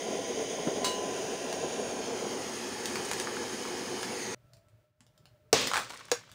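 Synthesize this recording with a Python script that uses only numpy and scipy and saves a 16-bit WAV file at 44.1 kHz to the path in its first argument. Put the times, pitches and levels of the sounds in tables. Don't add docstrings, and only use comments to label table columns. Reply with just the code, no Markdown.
import sys
import numpy as np
from scipy import signal
from scipy.fft import rfft, irfft, next_fast_len
from scipy.io import wavfile
from scipy.ndimage import map_coordinates

SR = 44100
rng = np.random.default_rng(int(sys.argv[2]) if len(sys.argv) > 2 else 0)


def digitize_waveform(pressure):
    field = np.atleast_2d(pressure).T
    bounded = np.clip(field, -1, 1)
    quanta = np.round(bounded * 32767).astype(np.int16)
    wavfile.write(sys.argv[1], SR, quanta)


N = 279594
TIME = np.arange(N) / SR
HIT = np.arange(SR) / SR
SOUND_M_PER_S = 343


def amp(db):
    return 10 ** (np.asarray(db) / 20)


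def unit(x):
    return x / np.sqrt(np.mean(x ** 2) + 1e-20)


def along(points, hz):
    freqs, values = np.transpose(points)
    return np.interp(np.log(hz + 1), np.log(freqs + 1), values)


def curves(rows):
    times, *columns = np.transpose(rows)
    return [np.interp(TIME, times, column) for column in columns]


def wobble(rate):
    return map_coordinates(rng.standard_normal(int(N * rate / SR) + 4), [TIME * rate])


def bell(centre_s, half_s):
    return np.exp(-((TIME - centre_s) / half_s) ** 2)


def fade(t60):
    return np.exp(-np.log(1000) * HIT / t60)


def filtered(x, response):
    size = next_fast_len(len(x) + 8192)
    return irfft(rfft(x, size) * response(np.fft.rfftfreq(size, 1 / SR)), size)[:len(x)]


def lifts(peaks, hz):
    return sum(db / (1 + (2 * (hz - centre) / width) ** 2) for centre, width, db in peaks)


def noise(colour, peaks=(), size=N):
    white = rng.standard_normal(size)
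    return unit(filtered(white, lambda hz: amp(along(colour, hz) + lifts(peaks, hz))))


def burst(colour, t60, attack_s=0.00024):
    envelope = fade(t60) * (1 - np.exp(-HIT / attack_s))
    return unit(noise(colour, size=SR) * envelope) * np.sqrt(np.mean(envelope ** 2))


def specks(rate, colour, t60, scatter_db=6):
    blows = (rng.random(N) < rate / SR) * amp(scatter_db * rng.uniform(-1, 1, N))
    energy = signal.fftconvolve(blows ** 2, fade(t60) ** 2)[:N]
    return unit(noise(colour) * np.sqrt(np.abs(energy)))


def add(track, start_s, sound):
    start = round(start_s * SR)
    track[start:start + len(sound)] += sound[:N - start]


def delayed(x, seconds):
    return map_coordinates(x, [(TIME - seconds) * SR], order=3)


# time_s, distance_m
RETREAT = [(.8, .123), (1.05, .16), (1.4, .158), (1.9, .167), (2.25, .191), (2.45, .22), (2.8, .245),
           (3.55, .247), (4, .26), (4.35, .32)]

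def torch(on_glass_m=0.15, clear_m=0.237, gas_off_s=4.348):
    distance, = curves(RETREAT)
    drawn_back = distance - distance.min()
    free = np.clip((distance - on_glass_m) / (clear_m - on_glass_m), 0, 1)
    valve = np.clip((gas_off_s - TIME) / 0.0016, 0, 1)
    return (flame(drawn_back, free) + gas_jet(distance, drawn_back, free)) * valve


# freq_hz, level_db
FLAME_ON_GLASS = [(24, -56.5), (40, -28.5), (140, -18.5), (188, -9.5), (281, -3.5), (316, -9.5), (367, -2),
                  (459, 1), (557, -6), (665, -3.5), (832, -10.5), (909, -21), (1020, -9), (1240, -42.5),
                  (1400, -19.5), (1820, -42), (3080, -120)]
FLAME_FREE = [(24, -57), (40, -29.5), (108, -13), (167, -13), (209, -4), (277, -3), (312, -10), (367, 1),
              (413, -5), (487, -0.5), (557, -13.5), (728, -10.5), (857, -11.5), (951, -12), (1400, -21.5),
              (1820, -43), (3080, -120)]
FLAME_TIP = [(400, -31), (800, -2), (1300, -3.5), (2400, -10.5), (4200, -3), (6000, -24), (12000, -47.5)]

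def flame(drawn_back, free, roar_db=-35, fall_db_per_m=31, tip_db=-53):
    spread = np.sqrt(1 - free) * noise(FLAME_ON_GLASS)
    in_open = np.sqrt(free) * noise(FLAME_FREE, peaks=[(366, 34, 2.9), (854, 34, 5.5)])
    flutter_db = 1.31 * wobble(24.93) + 0.69 * wobble(4)
    roar = (spread + in_open) * amp(roar_db - fall_db_per_m * drawn_back + flutter_db)
    return roar + free * noise(FLAME_TIP) * amp(tip_db)


# freq_hz, level_db
JET = [(600, -29.5), (1200, -1), (1800, 3), (3000, -3), (4000, -5.5), (5000, 1.5), (5900, -4), (6900, -2),
       (7600, -12.5), (8500, -7), (9600, -12.5), (10300, -19), (13700, -28), (16000, -23)]
# centre_hz, width_hz, lift_db
BURNER = [(3104, 340, 5), (6490, 660, 7.5), (9490, 370, 10.5), (11200, 1000, 9.5)]
# time_s, delay_s, gain
GLANCE = [(.8, .000316, .36), (1.4, .000335, .25), (1.62, .000308, .3), (2.1, .00031, .15),
          (2.7, .00035, .03), (4, .00039, .05), (4.12, .00042, .26), (4.3, .00049, .38)]

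def gas_jet(distance, drawn_back, free, hiss_db=-41.5, rise_db_per_m=2.5, screen_echo=0.24):
    jet = noise(JET, BURNER)
    treble = filtered(jet, lambda hz: 1 - 1 / (1 + (hz / 8000) ** 8))
    jet = jet + treble * (amp(-3 * (1 - free)) - 1)
    glance_delay, glance_gain = curves(GLANCE)
    round_trip = 2 * distance / SOUND_M_PER_S
    jet = jet + glance_gain * delayed(jet, glance_delay) - screen_echo * delayed(jet, round_trip)
    jet = unit(jet + wall_echoes(jet, distance))
    return jet * amp(hiss_db + rise_db_per_m * drawn_back + 0.55 * wobble(30))


def wall_echoes(x, distance, gain=0.14):
    echoes = np.zeros(N)
    for delay_s, lean in rng.uniform([0.002, -0.6], [0.022, 0.6], size=(10, 2)):
        drift_m = lean * distance + 0.004 * wobble(2)
        echoes += gain * delayed(x, delay_s + drift_m / SOUND_M_PER_S)
    return echoes


# freq_hz, level_db
RUMBLE = [(25, -23), (50, -8), (80, -8), (120, 0.5), (160, -5.5), (220, -17.5), (350, -26), (700, -57.5)]
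AIR = [(180, -39.5), (300, -6.5), (532, -11), (587, -4.5), (738, -14.5), (1210, -17), (1310, -14.5),
       (1540, -16), (15000, -34)]
# centre_hz, width_hz, lift_db
DRONE = [(605, 40, 12.5), (1330, 20, 16)]

def room_tone(rumble_db=-65, air_db=-71, tone_hz=665, tone_db=-66, dip_db=-11.5):
    rumble = noise(RUMBLE, peaks=[(116, 20, 3.4)]) * amp(rumble_db + 3 * wobble(18))
    air = noise(AIR, DRONE) * amp(air_db + 1.2 * wobble(12))
    tone = np.sin(2 * np.pi * tone_hz * TIME + wobble(50)) * bell(4.57, half_s=0.08) * amp(tone_db)
    return (rumble + air) * amp(dip_db * bell(4.94, half_s=0.1)) + tone


# freq_hz, t60_s
ROOM = [(150, 0.068), (1000, 0.23), (5000, 0.19), (14000, 0.15)]

def in_room(sound, wet_db):
    hz, t, spectrum = signal.stft(rng.standard_normal(SR // 2), SR, nperseg=256)
    decay = np.exp(-np.log(1000) * t / along(ROOM, hz)[:, None])
    tail = signal.istft(spectrum * decay, SR, nperseg=256)[1]
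    tail = tail * (1 - np.exp(-HIT[:len(tail)] / 0.001))
    return sound + amp(wet_db) * signal.fftconvolve(sound, tail / np.linalg.norm(tail))[:len(sound)]


# freq_hz, level_db
CLACK = [(200, -22.5), (550, -14.5), (850, -3.5), (1250, -2), (2000, -7.5), (2800, -14.5), (6000, -24),
         (16000, -50)]
# peak_s, level_db, pitch_hz, half_length_s
KNOCKS = [(0.675, -19, 250, 0.0033), (3.067, -30.5, 430, 0.0043), (3.273, -25, 1500, 0.00045),
          (3.369, -24.5, 1450, 0.00087), (3.653, -28, 1100, 0.0008), (4.743, -54, 110, 0.018),
          (5.014, -59.5, 230, 0.0095), (5.465, -71, 442, .018)]

def knocks(scuff_gain=0.36, lead_s=0.05):
    track = np.zeros(N)
    for peak_s, level_db, pitch_hz, half_length_s in KNOCKS:
        swell = np.exp(-((HIT - lead_s) / half_length_s) ** 2)
        scuff = filtered(noise(CLACK, size=SR), lambda hz: 1 / (1 + (hz / (5 * pitch_hz)) ** 4))
        knock = swell * (np.sin(2 * np.pi * pitch_hz * HIT) + scuff_gain * scuff)
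        add(track, peak_s - lead_s, amp(level_db) * in_room(knock, wet_db=-3))
    return track


# freq_hz, level_db
SNAP = [(350, -17), (700, -8.5), (1200, -4), (2200, -2), (2800, -9), (4000, -4), (6000, -1), (8500, -9.5),
        (10500, -19.5), (13000, -26.5), (16000, -28)]
TICK = [(1500, -5), (2500, -3), (4500, -1), (6800, -3), (9300, -4.5), (11000, -19.5), (14000, -22.5),
        (16000, -22)]
GLINT = [(4000, -30), (7500, -5), (9300, -5), (12500, 0), (16000, -9)]
# pitch_hz, level_db, t60_s
TUBE_MODES = [(1012, -30.5, 1), (2887, -32, 0.47), (2892, -38.5, .3), (2980, -36, 0.3), (3860, -38, 0.14),
              (3950, -33, 0.34), (4400, -34.5, 0.3), (5020, -42, 0.37), (6300, -41, 0.38),
              (7600, -38.5, 0.22)]

def ping(start_s=0.8445, snap_db=-31):
    track = np.zeros(N)
    ring = sum(amp(level_db) * fade(t60_s) * np.sin(2 * np.pi * (pitch_hz * HIT + rng.random()))
               for pitch_hz, level_db, t60_s in TUBE_MODES)
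    snap = 0.7 * burst(SNAP, t60=0.15) + burst(TICK, t60=0.34) + 0.14 * burst(GLINT, t60=0.15)
    add(track, start_s, in_room(ring, wet_db=-10.5) + amp(snap_db) * snap)
    return track


# start_s, level_db, body_db, glint_db
TICKS = [(1.5272, -22.5, -1.5, -23), (2.8567, -17.5, -21, -16), (2.9566, -22.5, 3, -12),
         (3.1138, -16.5, -5, -24), (3.1338, -20.5, -18, -17), (3.1992, -17.5, -6, -18),
         (4.0303, -22.5, 1, -18), (4.5342, -43, -32, -14), (4.5685, -51, -24, -12), (4.6843, -56, -15, -12),
         (5.006, -45.5, -3, -24), (5.0658, -49.5, -25, -16), (5.1775, -48.5, -22, -13),
         (5.2555, -42, -9, -18), (5.672, -16, -4, -16), (6.316, -39, -6, -9)]

def ticks(patter_per_s=95, patter_db=-52):
    patter = specks(patter_per_s, TICK, t60=0.0087) * bell(3.08, half_s=0.2)
    track = amp(patter_db) * in_room(patter, wet_db=3)
    for start_s, level_db, body_db, glint_db in TICKS:
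        body = amp(body_db - 3) * burst(CLACK, t60=0.011)
        glint = amp(glint_db + 3) * burst(GLINT, t60=0.0049)
        tick = burst(TICK, t60=0.01) + body + glint
        add(track, start_s, amp(level_db - 4.5) * in_room(tick, wet_db=-1))
    return track


# freq_hz, level_db
THUD = [(25, -25), (100, -7), (250, -8), (380, 1.5), (600, 2.5), (1200, -9), (2500, -48)]
# start_s, snap_db, thud_db, thud_hz, thud_t60_s
FRACTURES = [(5.529, -10.5, -10.5, 446, 0.071), (6.1156, -16, -20, 479, 0.092)]

def fractures(run_on_s=0.0052):
    track = np.zeros(N)
    for start_s, snap_db, thud_db, thud_hz, thud_t60_s in FRACTURES:
        snap = burst(SNAP, t60=0.015, attack_s=0.0001) + 0.21 * burst(SNAP, t60=0.033)
        tone = np.sin(2 * np.pi * thud_hz * HIT) * fade(thud_t60_s) * (1 - np.exp(-HIT / 0.0017))
        thud = tone + 0.5 * burst(THUD, t60=0.074, attack_s=0.0018)
        add(track, start_s, amp(snap_db) * in_room(snap, wet_db=-3.5))
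        add(track, start_s, amp(thud_db) * in_room(thud, wet_db=-14))
        add(track, start_s + run_on_s, amp(snap_db - 8) * burst(SNAP, t60=0.008))
    return track


# freq_hz, level_db
INRUSH = [(35, -45), (60, -10), (256, 2), (338, -3.5), (515, 5), (715, -8.5), (946, -5), (1090, -2),
          (1380, -6.5), (3340, -1), (6900, -7.5), (12700, -33), (16000, -40)]

def inrush(gasp_db=-26.5, attack_s=0.0096, fill_s=0.22, settle_db=-32.5, fall_db_per_s=61):
    since = np.maximum(TIME - FRACTURES[0][0], 0)
    onset = 1 - np.exp(-since / attack_s)
    flow = amp(gasp_db) * np.clip(1 - since / fill_s, 0, 1)
    settling = amp(settle_db - fall_db_per_s * since) + amp(-63.5)
    draught = noise(INRUSH) * amp(0.5 * wobble(400))
    dust = amp(-11) * specks(250, SNAP, t60=0.003)
    return (draught + dust) * np.maximum(flow, settling) * onset


# start_s, level_db
SPLINTERS = [(5.7149, -24.5), (5.7351, -21.5), (5.742, -23), (5.7576, -24), (5.768, -23), (5.775, -23),
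             (5.904, -34.5), (5.935, -39.5), (5.992, -44.5)]

def splinters(shower_s=5.77, click_db=-3, shower_fall_db_per_s=260, trickle_fall_db_per_s=30):
    def chips(per_s):
        return unit(specks(per_s, CLACK, t60=0.021) + amp(click_db) * specks(per_s, TICK, t60=0.014))

    since = np.maximum(TIME - shower_s, 0)
    swell = np.where(TIME < shower_s, bell(shower_s, half_s=0.025), 1)
    shower = chips(per_s=380) * amp(-32 - shower_fall_db_per_s * since)
    trickle = chips(per_s=60) * amp(-48 - trickle_fall_db_per_s * since)
    track = in_room(swell * (shower + trickle), wet_db=-7)
    for start_s, level_db in SPLINTERS:
        strike = burst(CLACK, t60=0.023) + amp(click_db) * burst(TICK, t60=0.012)
        add(track, start_s, amp(level_db) * in_room(strike, wet_db=-4.5))
    return track


def scene():
    heating = torch() + room_tone() + knocks() + ping() + ticks()
    breaking = fractures() + inrush() + splinters()
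    return (heating + breaking)[None]


def record(dry):
    low_cut_hz, ceiling, top_hz = 38, 0.85, 15650
    resonance = [(15250, 1400, 10)]  # centre_hz, width_hz, lift_db
    x = signal.sosfilt(signal.butter(3, low_cut_hz, "high", fs=SR, output="sos"), dry[0])
    x = x / (1 + np.abs(x / ceiling) ** 4) ** (1 / 4)
    x = filtered(x, lambda hz: amp(lifts(resonance, hz)))
    return filtered(x, lambda hz: 1 / np.sqrt(1 + (hz / top_hz) ** 300))[None]


dry = scene()
out = record(dry)
digitize_waveform(out)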